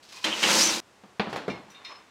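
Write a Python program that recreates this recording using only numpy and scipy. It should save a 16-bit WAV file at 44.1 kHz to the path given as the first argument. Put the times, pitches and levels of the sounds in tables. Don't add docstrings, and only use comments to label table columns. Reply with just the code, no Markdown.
import sys
import numpy as np
from scipy import signal
from scipy.fft import rfft, irfft
from scipy.io import wavfile

SR = 44100
rng = np.random.default_rng(int(sys.argv[2]) if len(sys.argv) > 2 else 0)


def gain_from_db(level_db):
    decades = np.asarray(level_db, float) / 20
    return 10 ** decades


def persist_wave(psi):
    counts = np.round(np.clip(psi, -1, 1) * 32767).astype(np.int16)
    wavfile.write(sys.argv[1], SR, np.atleast_2d(counts).T)


N = 92610

CUT_S = 0.8025
MODES_SPREAD_S = 0.004
TOUCHES = 6


def rms_one(x):
    return x / np.sqrt(np.mean(x ** 2) + 1e-20)


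def at_hz(points, hz):
    table_hz, values = np.array(points).T
    return np.interp(np.log(hz), np.log(table_hz), values)


def in_time(rows):
    s, *columns = np.transpose(rows)
    return [np.interp(np.arange(N) / SR, s, column) for column in columns]


def colour(x, spectrum, rings=()):
    hz = np.maximum(np.arange(N // 2 + 1) * SR / N, 1)
    in_range = (hz > spectrum[0][0]) * (hz < spectrum[-1][0])
    broad = gain_from_db(at_hz(spectrum, hz)) * in_range
    lift = 1
    for centre_hz, width_hz, db in rings:
        lift = lift + 4 * gain_from_db(db) / (1 + 2j * (hz - centre_hz) / width_hz)
    return rms_one(irfft(rfft(x) * broad * lift, N))


def grains():
    per_s, spread_db = 12000, 2.0
    size = gain_from_db(spread_db * np.minimum(rng.exponential(1, N), 2)) * rng.standard_normal(N)
    return size * (rng.random(N) < per_s / SR)


def clicks(s, gains):
    out = np.full(N, 1e-18)
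    np.add.at(out, (np.asarray(s) * SR).astype(int), gains)
    return out


def dying(x, t60):
    return signal.lfilter([1], [1, -gain_from_db(-60 / (t60 * SR))], x)


def smear(x):
    window = np.ones(int(MODES_SPREAD_S * SR))
    return signal.lfilter(window / len(window), [1], x)


def ring(x, hz, t60):
    r, w = gain_from_db(-60 / (t60 * SR)), 2 * np.pi * hz / SR
    return signal.lfilter([0, np.sin(w)], [1, -2 * r * np.cos(w), r * r], x)


def near(hz, struck_hz, reach):
    return gain_from_db(-6 * (np.log2(hz / struck_hz) / reach) ** 2)


def air():
    # (frequency [Hz], relative level per Hz [dB])
    air_colour = [(30, -11.5), (280, -6), (1100, -8.5), (7400, -22), (16000, -41)]
    level_db = -58.5
    return gain_from_db(level_db) * colour(rng.standard_normal(N), air_colour)


def scuffs():
    # (time [s], level [dB], rise [s])
    scuff_rows = [(0.024, -51.5, 0.0066), (0.084, -53.5, 0.011), (.121, -46.5, .005), (0.158, -48.5, 0.006),
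                  (0.226, -47, 0.0039), (1.29, -52, 0.0091)]
    # (frequency [Hz], relative level per Hz [dB])
    scuff_colour = [(300, -2.5), (1000, -1), (5000, 6.5), (16000, -21)]
    # (frequency [Hz], width [Hz], added level [dB re 4 times the broad amplitude])
    scuff_rings = [(1020, 100, -3.5), (2500, 45, -3)]
    t60_s, rings_from_s = 0.5, 0.12
    t = np.arange(N) / SR
    shape = 0
    for s, db, rise in scuff_rows:
        decay = gain_from_db(db - 60 * np.abs(t - s) / t60_s)
        shape = shape + decay * np.clip((t - s) / max(rise, 1e-4), 0, 1)
    ringing = (t > rings_from_s) & (t < CUT_S)
    ringing_noise = colour(grains(), scuff_colour, scuff_rings)
    plain_noise = colour(grains(), scuff_colour)
    return shape * np.where(ringing, ringing_noise, plain_noise)


def slide():
    # (time [s], oven walls level [dB], dish level [dB],
    # rack wires level [dB], pitch that sings [Hz], singing level [dB])
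    slide_curve = [(.241, -35, -35.5, -36, 3260, -26), (.27, -32, -28.5, -43.5, 2870, -57),
                   (.33, -38.5, -36, -43, 2920, -31.5), (.42, -40, -32.5, -35.5, 4100, -74),
                   (.435, -31.5, -27.5, -33, 3140, -26), (.50, -27, -22, -26, 2500, -48),
                   (.56, -27, -29, -23.5, 6050, -46), (.61, -30, -26.5, -22.5, 4700, -24.5),
                   (.645, -34.5, -30, -23.5, 6500, -27.5), (.69, -33, -30, -30, 5900, -33.5),
                   (.74, -35, -33.5, -31, 3920, -36.5), (.80, -39, -39.5, -39, 4630, -46)]
    # (time [s], noise level [dB], ring level [dB],
    # first pitch struck hardest [Hz], second pitch struck hardest [Hz])
    catch_rows = [(0.2405, -28, -23, 3250, 4100), (.4280, -24, -21, 3020, 2200)]
    # (frequency [Hz], relative level per Hz [dB])
    wall_colour = [(60, -13), (130, -9), (200, 0.5), (1500, -1), (2200, -38)]
    # (frequency [Hz], width [Hz], added level [dB re 4 times the broad amplitude])
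    wall_rings = [(218.6, 11.3, 1), (335.4, 25.5, -0.5), (537, 146, -7), (900, 280, -12)]
    # (frequency [Hz], relative level per Hz [dB])
    dish_colour = [(800, -14), (1400, -12), (2800, -7), (4600, -15), (9000, -31.5)]
    # (frequency [Hz], relative level per Hz [dB])
    wire_colour = [(2500, -19), (4200, -3.5), (6200, -2.5), (10500, -17), (16000, -28)]
    singing_hz = [1890, 2200, 2520, 2780, 2960, 3170, 3710, 4050, 4900, 5585, 5950, 6106, 7310]
    walls_rise_s = 0.012
    sing_reach_oct, sing_t60_s = 0.17, 2.0 / 55
    catch_t60_s, catch_ring_t60_s, catch_reach_oct = 0.1, 0.07, 0.1

    walls_db, dish_db, wires_db, sing_hz, sing_db = in_time(slide_curve)
    s, noise_db, ring_db, *struck = np.transpose(catch_rows)
    t = np.arange(N) / SR
    jolt = smear(dying(clicks(s, gain_from_db(noise_db)), catch_t60_s))
    walls_rise = np.clip((t - s[0]) / walls_rise_s, 0, 1)
    out = gain_from_db(walls_db) * walls_rise * colour(grains(), wall_colour, wall_rings)
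    out += (gain_from_db(dish_db) + jolt) * colour(grains(), dish_colour)
    out += (gain_from_db(wires_db) + 0.33 * jolt) * colour(grains(), wire_colour)
    for k, hz in enumerate(singing_hz):
        sing_gain = gain_from_db(sing_db) * near(hz, sing_hz, sing_reach_oct)
        out += sing_gain * rms_one(ring(grains(), hz, sing_t60_s))
        strike = gain_from_db(ring_db) * sum(near(hz, struck_hz, catch_reach_oct) for struck_hz in struck)
        starts = s + MODES_SPREAD_S * rng.random(len(s))
        out += (-1) ** k * ring(clicks(starts, strike), hz, catch_ring_t60_s)
    onset = np.clip((t - s[0]) * 2 / MODES_SPREAD_S, 0, 1)
    return out * onset * (t < CUT_S)


def knocks():
    # (time [s], level [dB], tilt [dB per octave],
    # extra tilt above the knee [dB per octave], boom level [dB re knock], thump level [dB re knock])
    knock_rows = [(1.036, -36.5, -1, 0, -11.5, -20), (1.1959, -14, 2.5, -50, -3, -17),
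                  (1.272, -29.5, -5, 5, 1, -6), (1.3278, -21.5, 1, 4.5, -29, -10),
                  (1.360, -21.5, 1.5, 5, -27, -7.5), (1.4800, -16.5, -2.5, 7, -26, -7)]
    # (frequency [Hz], relative level [dB])
    knock_colour = [(25, -40), (100, -14), (200, -3.5), (800, -6), (4000, -23.5), (16000, -62)]
    # (frequency [Hz], t60 [s])
    knock_t60 = [(300, 0.49), (4000, 0.5), (12000, 0.16)]
    # (frequency [Hz], level [dB re boom], t60 [s])
    door_modes = [(205, -4.5, 0.11), (830, -6, 0.043), (1840, -10.5, 0.039)]
    edges_hz = 22 * 2 ** np.arange(0, 9.6, 1 / 3)
    pivot_hz, knee_hz = 500, 3910
    crack_t60_s, crack_db, rise_cycles = 0.075, 5, 0.38
    thump_hz, thump_t60_s = 460, 0.014
    dull_hz, touches_s, touch_db = 2500, 0.04, -14

    s, db, tilt_db, top_db, boom_db, thump_db = np.transpose(knock_rows)
    white = rng.standard_normal((2, N))
    out = 0
    for k, (low, high) in enumerate(zip(edges_hz, edges_hz[1:])):
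        hz = np.sqrt(low * high)
        tilt = tilt_db * np.log2(hz / pivot_hz) + top_db * max(np.log2(hz / knee_hz), 0)
        blows = clicks(s, gain_from_db(db + tilt + at_hz(knock_colour, hz)))
        tail = dying(blows, at_hz(knock_t60, hz))
        crack = gain_from_db(crack_db) * dying(blows, crack_t60_s)
        r = np.exp(-hz / (rise_cycles * SR))
        envelope = signal.lfilter([1 - r], [1, -r], tail + crack)
        band = signal.butter(2, [low, high], "band", fs=SR, output="sos")
        out = out + envelope * signal.sosfilt(band, white[k % 2])

    thump = ring(clicks(s, gain_from_db(db + thump_db)), thump_hz, thump_t60_s)
    out = out + ring(thump, thump_hz, thump_t60_s) * 2 * np.pi * thump_hz / SR

    luck_db = rng.normal(0, 2.0, (len(s), len(door_modes)))
    late = rng.exponential(touches_s, (len(s), TOUCHES))
    times = np.c_[s, s[:, None] + late]
    dull = signal.butter(2, dull_hz, fs=SR, output="sos")
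    for k, (hz, mode_db, t60) in enumerate(door_modes):
        size = np.c_[np.ones(len(s)), gain_from_db(touch_db) * rng.standard_normal(late.shape)]
        gain = gain_from_db(db + boom_db + mode_db + luck_db[:, k])
        blows = clicks(times, gain[:, None] * size)
        out = out + (-1) ** k * ring(signal.sosfilt(dull, blows), hz, t60)
    return out


def hinge():
    # (time [s], level [dB], pitch struck hardest [Hz], reach [octaves], clatter level [dB])
    ping_rows = [(1.497, -45.5, 2500, 0.9, -40.5), (1.702, -47, 6020, 0.086, -57.5),
                 (1.716, -55.5, 3720, 0.068, -67), (1.745, -49.5, 3300, 0.32, -54.5),
                 (1.8463, -41, 4400, 0.33, -41.5), (1.950, -49, 4200, 0.11, -62)]
    spring_hz = [2160, 2358, 2775, 3560, 3709, 4183, 5238, 5885]
    # (level [dB re ping], t60 [s])
    spring_modes = [(-0.5, 0.23), (7, 0.12), (-3, 0.11), (-6.5, 0.3), (-1, 0.17), (-3, 0.23), (0, 0.16),
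                    (-6, 0.17)]
    # (frequency [Hz], relative level per Hz [dB])
    clatter_colour = [(900, -9), (2300, 7.5), (5500, -3.5), (16000, -38)]
    # (time [s], level [dB])
    creak_curve = [(1.55, -49.5), (1.64, -58), (1.88, -53), (1.915, -43), (1.96, -52.5), (2.0, -53.5),
                   (2.05, -62)]
    # (frequency [Hz], relative level per Hz [dB])
    creak_colour = [(250, -3), (600, -2), (2500, 0), (6000, -17), (16000, -51)]
    # (frequency [Hz], width [Hz], added level [dB re 4 times the broad amplitude])
    creak_rings = [(1090, 134, -5)]
    touches_s, clatter_t60_s = 0.019, 0.2
    ring_width_hz, ring_db = 49, -9

    s, db, struck_hz, reach, clatter_db = np.transpose(ping_rows)
    rings = [(hz, ring_width_hz, ring_db) for hz in spring_hz]
    noise = colour(rng.standard_normal(N), clatter_colour, rings)
    out = smear(dying(clicks(s, gain_from_db(clatter_db)), clatter_t60_s)) * noise
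    bright_gain = gain_from_db(clatter_db) * (struck_hz / 5000) ** 9.8
    out += dying(clicks(s, bright_gain), clatter_t60_s) * np.diff(noise, 2, prepend=[0, 0])
    for hz, (mode_db, t60) in zip(spring_hz, spring_modes):
        late = rng.exponential(touches_s, (len(s), TOUCHES))
        size = np.c_[np.ones(len(s)), rng.normal(0, 0.37, (len(s), TOUCHES))]
        gain = gain_from_db(db + mode_db) * near(hz, struck_hz, reach)
        starts = s + MODES_SPREAD_S * rng.random(len(s))
        out += ring(clicks(np.c_[starts, s[:, None] + late], gain[:, None] * size), hz, t60)
    creak_db, = in_time(creak_curve)
    turning = np.arange(N) > creak_curve[0][0] * SR
    return out + gain_from_db(creak_db) * turning * colour(grains(), creak_colour, creak_rings)


def scene():
    return (air() + scuffs() + slide() + knocks() + hinge())[None]


def low_pass(x):
    return signal.sosfilt(signal.butter(12, 15900, fs=SR, output="sos"), x)


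def record(dry):
    mic_cut_hz = 62
    high_pass = signal.butter(2, mic_cut_hz, "high", fs=SR, output="sos")
    mix = signal.sosfilt(high_pass, dry)
    return low_pass(mix)


dry = scene()
out = record(dry)
persist_wave(out)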